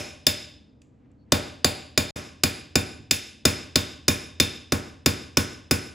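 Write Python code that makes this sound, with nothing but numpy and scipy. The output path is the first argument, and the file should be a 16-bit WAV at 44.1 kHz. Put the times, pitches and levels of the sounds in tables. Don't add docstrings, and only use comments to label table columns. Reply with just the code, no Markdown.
import sys
import numpy as np
from scipy import signal
from scipy.fft import rfft, irfft, next_fast_len
from scipy.io import wavfile

SR = 44100
rng = np.random.default_rng(int(sys.argv[2]) if len(sys.argv) > 2 else 0)


def to_wav(s):
    ch = np.atleast_2d(s).T
    pcm = np.round(np.clip(ch, -1, 1) * 32767)
    wavfile.write(sys.argv[1], SR, pcm.astype(np.int16))


N = 261949
RUN_IN = 8820
LENGTH = N + RUN_IN


def from_db(db):
    return 10 ** (np.asarray(db) / 20)


def at_hz(points, hz):
    table = np.array(points)
    return np.interp(np.log(hz), np.log(table[:, 0]), table[:, 1])


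def scene_time_s():
    return (np.arange(LENGTH) - RUN_IN) / SR


def bandpass(x, low_hz, high_hz):
    return signal.sosfilt(signal.butter(2, [low_hz, high_hz], "band", fs=SR, output="sos"), x)


# start in s, crack in dB, thud in dB, tongs' knock in dB, ring in dB,
# lean of the clang to its lower mode in dB, singing tone in dB.
BLOWS = [(-.07, 0, -21, -26.5, -16, -2.2, -20), (0.2671, -1, -24, -33.5, -15.5, 1.8, -17),
         (1.321, 1.2, -17, -24.5, -19, 3, -20), (1.6451, 0.1, -20.5, -26.5, -17.5, 7.5, -19),
         (1.9762, -1.2, -20.5, -28, -17.5, 4.5, -18.5), (2.113, -4, -21.5, -32.5, -21.5, -1, -26),
         (2.4355, -1, -20, -34.5, -17.5, 4.5, -20), (2.7555, -3, -17.5, -30.5, -17, 2, -21.5),
         (3.1104, -2.5, -26.5, -39.5, -16, 0.5, -19.5), (3.4528, 1.5, -16.5, -30.5, -15, 0.7, -19),
         (3.7571, -1.5, -19.5, -35, -17, 1, -16.5), (4.0816, -1, -18, -33.5, -14.5, -2, -18.5),
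         (4.4003, -1.5, -19, -33, -16, -0.5, -15.5), (4.7216, -4.5, -18.5, -31.5, -22.5, 0, -26.5),
         (5.0604, -1, -16.5, -32, -16, 1.3, -19.5), (5.3711, -1, -17.5, -32, -17.5, -3, -21.5),
         (5.7106, -2.3, -17.5, -33, -17, 0, -22.5)]
# tongs, anvil body, then six ring centres, the first two 2.5 kHz and the singing tone.
COLOUR_HZ = [600, 1200, 2500, 3630, 4930, 5160, 7200, 12000]
RING_SHAPE_DB = [-3.5, 1.5, 1, -3.5, -7.5]
BODY_UNDER_THUD_DB = 5


def blow_colour(thud_db, tongs_db, ring_db, lean_db, singing_db):
    lean = lean_db * np.array([0, 1, -1, 0, 0])
    low, *high = ring_db + np.array(RING_SHAPE_DB) + lean
    return np.array([tongs_db, thud_db - BODY_UNDER_THUD_DB, low, singing_db, *high])


# Hz, relative dB.
CRACK = [(300, -11.5), (480, 14.5), (800, 4), (1300, 3.5), (2000, 2.5), (3100, 0.5), (4300, -1.5),
         (5600, 1.5), (8000, 3.5), (12000, -2.5), (15300, -0.5), (16300, -16.5)]
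# start in s, level in dB on the scale of the blows' cracks.
TICKS = [(0.818, -46), (1.1157, -66)]
TICK_COLOUR_DB = [-22, -15, 7.5, 1, 4.5, -.6, 10.5, -16]


def crack(near_db=-2.0, far_db=9.0, rise_s=0.00086, last_s=0.0027, lead_s=0.0008, size=2048):
    t = np.arange(size) / SR
    burst = (1 - np.exp(-t / rise_s)) ** 2 * np.exp(-t / last_s)
    click = (t == t[48]) * 1.
    hz = np.maximum(np.arange(size // 2 + 1) * SR / size, 20)
    contacts = []
    for s, crack_db, *levels in BLOWS:
        colour_db = blow_colour(*levels)
        contacts.append((s, crack_db + colour_db - colour_db.mean()))
    contacts += [(s, tick_db + np.array(TICK_COLOUR_DB)) for s, tick_db in TICKS]

    near_far = np.zeros((2, LENGTH + size))
    noise = rng.standard_normal((len(contacts), size))
    for (s, colour_db), white in zip(contacts, noise):
        gain = from_db(np.interp(np.log(hz), np.log(COLOUR_HZ), colour_db) + at_hz(CRACK, hz))
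        start = round((s - lead_s) * SR) + RUN_IN
        near_far[0, start:start + size] += from_db(near_db) * burst * irfft(rfft(white) * gain)
        near_far[1, start:start + size] += from_db(far_db) * irfft(rfft(click) * gain)
    return near_far[:, :LENGTH]


# Hz, dB on top of the blow's colour, t60 in s.
STEEL = [(603.7, 9, 0.07), (744, 4.5, 0.048), (1074, 2, 0.033), (1505, -7, 0.06), (1707, -4, 0.046),
         (1985, -3.5, 0.023), (2247, -12.5, 0.077), (2433, 2.5, 0.031), (2611, -6, 0.055),
         (2690, -6, 0.013), (3578, -2, 0.044), (3637, -20.5, .25), (3650, -3.5, 0.044), (4260, -20, 0.13),
         (4870, -8.5, 0.023), (4890, -6.5, 0.049), (5104, -8, 0.063), (5120, 4.5, 0.033),
         (5225, -12, 0.069), (5300, -13.5, 0.086), (5950, -10, 0.05), (6430, 0.5, 0.021),
         (6880, -3.5, 0.046), (7100, -0.5, 0.051), (8886, -4.5, 0.23), (9780, -0.5, 0.037),
         (10920, -6.5, 0.068), (11950, -5.5, 0.065), (12760, -1, .06), (14800, -7, .03), (14500, -7.5, .03)]


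def steel(spread_db=2.5, detune=0.0049, swell_s=0.0012):
    t = np.arange(SR // 3) / SR
    out = np.zeros(LENGTH + SR)
    hz, level_db, t60_s = np.transpose(STEEL)[:, :, None]
    chance = rng.standard_normal((len(BLOWS), 2, len(STEEL), 1))
    swell = 1 - np.exp(-t / swell_s)
    for (s, crack_db, *levels), (strength, pitch) in zip(BLOWS, chance):
        colour_db = np.interp(np.log(hz), np.log(COLOUR_HZ), blow_colour(*levels))
        start_db = colour_db + level_db + spread_db * strength
        modes = from_db(start_db - 60 * t / t60_s) * np.sin(2 * np.pi * hz * (1 + detune * pitch) * t)
        start = round(s * SR) + RUN_IN
        out[start:start + len(t)] += swell * modes.sum(axis=0)
    return out[:LENGTH]


def clicks(times_s, gains):
    out = np.full(LENGTH, 1e-18)
    np.add.at(out, np.round(np.asarray(times_s) * SR).astype(int) + RUN_IN, gains)
    return out


# Hz, dB, t60 in s, swell in s, side as a share of mid (plus is left).
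STAND = [(84.6, 3.5, 0.17, 0.01, -0.026), (121, 3.5, 0.087, 0.006, -.25), (134, 2.5, 0.063, 0.011, -.25),
         (204.6, 8.5, 0.093, 0.013, -.2), (261, 10.5, 0.057, .007, -.05), (316.7, 3, 0.062, 0.0055, -0.074),
         (365.5, 5.5, 0.03, 0.0012, -0.074), (110.5, 5.5, 0.091, 0.011, 0), (447, 4, 0.027, 0.0019, 0.037)]
# start in s, push in dB before the low-pass.
BUMPS = [(2.99, -38), (3.029, -46), (4.949, -60.5)]


def stand(bump_hz=200, glide_db=-2.5, high_hz=480, low_hz=85, fall_s=0.01335, peak_s=0.0057):
    t = np.arange(SR // 2) / SR
    turns = low_hz * t + (high_hz - low_hz) * fall_s * (1 - np.exp(-t / fall_s))
    glide = from_db(glide_db) * t / peak_s * np.exp(1 - t / peak_s) * np.sin(2 * np.pi * turns)
    answer = glide * np.array([[1], [0]])
    for hz, db, t60_s, swell_s, lean in STAND:
        envelope = from_db(db - 60 * t / t60_s) * (1 - np.exp(-t / swell_s)) ** 2
        answer = answer + envelope * np.sin(2 * np.pi * hz * t) * np.array([[1], [lean]])

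    blows, bumps = np.array(BLOWS), np.array(BUMPS)
    bump_clicks = clicks(bumps[:, 0], from_db(bumps[:, 1]))
    soft = signal.sosfilt(signal.butter(2, bump_hz, fs=SR, output="sos"), bump_clicks)
    push = clicks(blows[:, 0], from_db(blows[:, 2])) + soft
    return signal.fftconvolve(push[None], answer, axes=1)[:, :LENGTH]


# Hz, side minus mid in dB.
WIDTH = [(60, -20.5), (130, -15), (250, -10), (600, -3), (1400, 0.5), (2200, -31.5), (3500, -55),
         (7000, -42.5)]


def bands(size):
    white = rng.standard_normal((2, 2, size))
    edges_hz = 25 * 2 ** np.arange(0, 9.6, 1 / 3)
    for k, (low, high) in enumerate(zip(edges_hz, edges_hz[1:])):
        pair = bandpass(white[k % 2], low, high)
        pair = pair / pair.std(axis=1, keepdims=True)
        hz = np.sqrt(low * high)
        yield hz, high - low, pair * [[1], [from_db(at_hz(WIDTH, hz))]]


# Hz, t60 in s.
ROOM_T60 = [(60, 0.83), (160, 0.53), (420, 0.53), (1100, 0.5), (2000, 0.51), (3500, 0.56), (6000, 0.47),
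            (10000, 0.39), (16000, 0.11)]
# Hz, dB before the sends.
ROOM_LEVEL = [(60, -7), (250, -5), (1000, -1.5), (3000, -0.5), (6000, -9), (12000, -4)]
SAG_DB, SAG_S, SAG_WIDTH_S = 3, 0.087, 0.044


def forge(x, build_s=0.007):
    t, tail = np.arange(SR) / SR, 0
    sag_db = SAG_DB * np.exp(-((t - SAG_S) / SAG_WIDTH_S) ** 2)
    for hz, width_hz, pair in bands(SR):
        envelope = (1 - np.exp(-t / build_s)) * from_db(-sag_db - 60 * t / at_hz(ROOM_T60, hz))
        energy = np.sum(envelope ** 2) * SR / 2 / width_hz
        tail = tail + pair * envelope * from_db(at_hz(ROOM_LEVEL, hz)) / np.sqrt(energy)
    return signal.fftconvolve(x[None], tail, axes=1)[:, :LENGTH]


# time in s, mean level in dB.
RUSTLE = [(.8, -90), (.95, -95.5), (1.02, -78.5), (1.07, -80.5), (1.14, -82), (1.22, -96.5), (1.32, -68)]


def rustle(low_hz=900, high_hz=2600, patchy_db=2.5):
    noise = bandpass(rng.standard_normal(LENGTH), low_hz, high_hz)
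    t = scene_time_s()
    patches = np.interp(t, np.arange(0, 6, 0.015), rng.standard_normal(400))
    level_db = np.interp(t, *np.transpose(RUSTLE), left=-150, right=-150)
    return noise / noise.std() * from_db(level_db + patchy_db * patches)


def ring(x, hz, t60_s):
    r = from_db(-60 / (t60_s * SR))
    w = 2 * np.pi * hz / SR
    return signal.lfilter([0, np.sin(w)], [1, -2 * r * np.cos(w), r * r], x)


# start in s, end in s, Hz, rms at the top of the swell in dB.
SQUEAK = (1.17, 1.26, 4400, -82)


def squeak(t60_s=0.023):
    start_s, end_s, hz, db = SQUEAK
    tone = ring(rng.standard_normal(LENGTH), hz, t60_s)
    progress = np.clip((scene_time_s() - start_s) / (end_s - start_s), 0, 1)
    return from_db(db) * tone / tone.std() * np.sin(np.pi * progress)


# Hz, relative dB per Hz.
HUM = [(18, -40.5), (30, -9), (69, 5), (152, 1.5), (180, -6), (223, 3), (334, -0.5), (359, -13.5),
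       (386, -3.5), (592, -19), (828, -20), (910, -25), (6760, -48.5), (9000, -52.5), (11700, -83),
       (19800, -120)]
HUM_DB = -56.5


def hum():
    out = sum(pair * np.sqrt(width_hz) * from_db(at_hz(HUM, hz)) for hz, width_hz, pair in bands(LENGTH))
    return from_db(HUM_DB) * out / out[0].std()


def scene(ring_room_db=-2.5, thud_room_db=-2.0, side_db=-19.0, side_lag_s=0.0014):
    rings, (near, far), thud = steel(), crack(), stand()
    metal = rings + near + rustle() + squeak()
    aside = from_db(side_db) * np.roll(metal, round(side_lag_s * SR))
    body_room = forge(from_db(ring_room_db) * rings + from_db(thud_room_db) * thud[0])
    room = body_room + forge(far)
    mid, side = (np.array([metal, aside]) + thud + room + hum())[:, RUN_IN:]
    return np.array([mid + side, mid - side])


# fade-out start in s, fade-out length in s, fade-in end in s, fade-in length in s.
DROPOUT = (2.108, 0.001, 2.162, 0.0055)
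TREBLE_HZ, TREBLE_LAG_S = 6700, 10 / 44100
IN_STEP_BELOW_HZ, APART_ABOVE_HZ = 7300, 8300
CUTOFF_HZ = 17100


def record(dry):
    size = next_fast_len(N + 256)
    hz = np.arange(size // 2 + 1) * SR / size
    apart = np.clip((hz - IN_STEP_BELOW_HZ) / (APART_ABOVE_HZ - IN_STEP_BELOW_HZ), 0, 1)
    phase = np.pi * TREBLE_LAG_S * (hz - TREBLE_HZ) * apart * np.array([[-1], [1]])
    x = irfft(rfft(dry, size) * np.exp(1j * phase), size)[:, :N]

    out_s, out_len_s, in_s, in_len_s = DROPOUT
    corners_s = [out_s, out_s + out_len_s, in_s - in_len_s, in_s]
    x = x * np.interp(np.arange(N) / SR, corners_s, [1, 0, 0, 1]) ** 2
    x = signal.sosfilt(signal.butter(2, 40, "high", fs=SR, output="sos"), x)
    x = 0.96 * np.tanh(x / 0.85)
    return signal.sosfilt(signal.cheby2(16, 95, CUTOFF_HZ, fs=SR, output="sos"), x)


dry = scene()
out = record(dry)
to_wav(out)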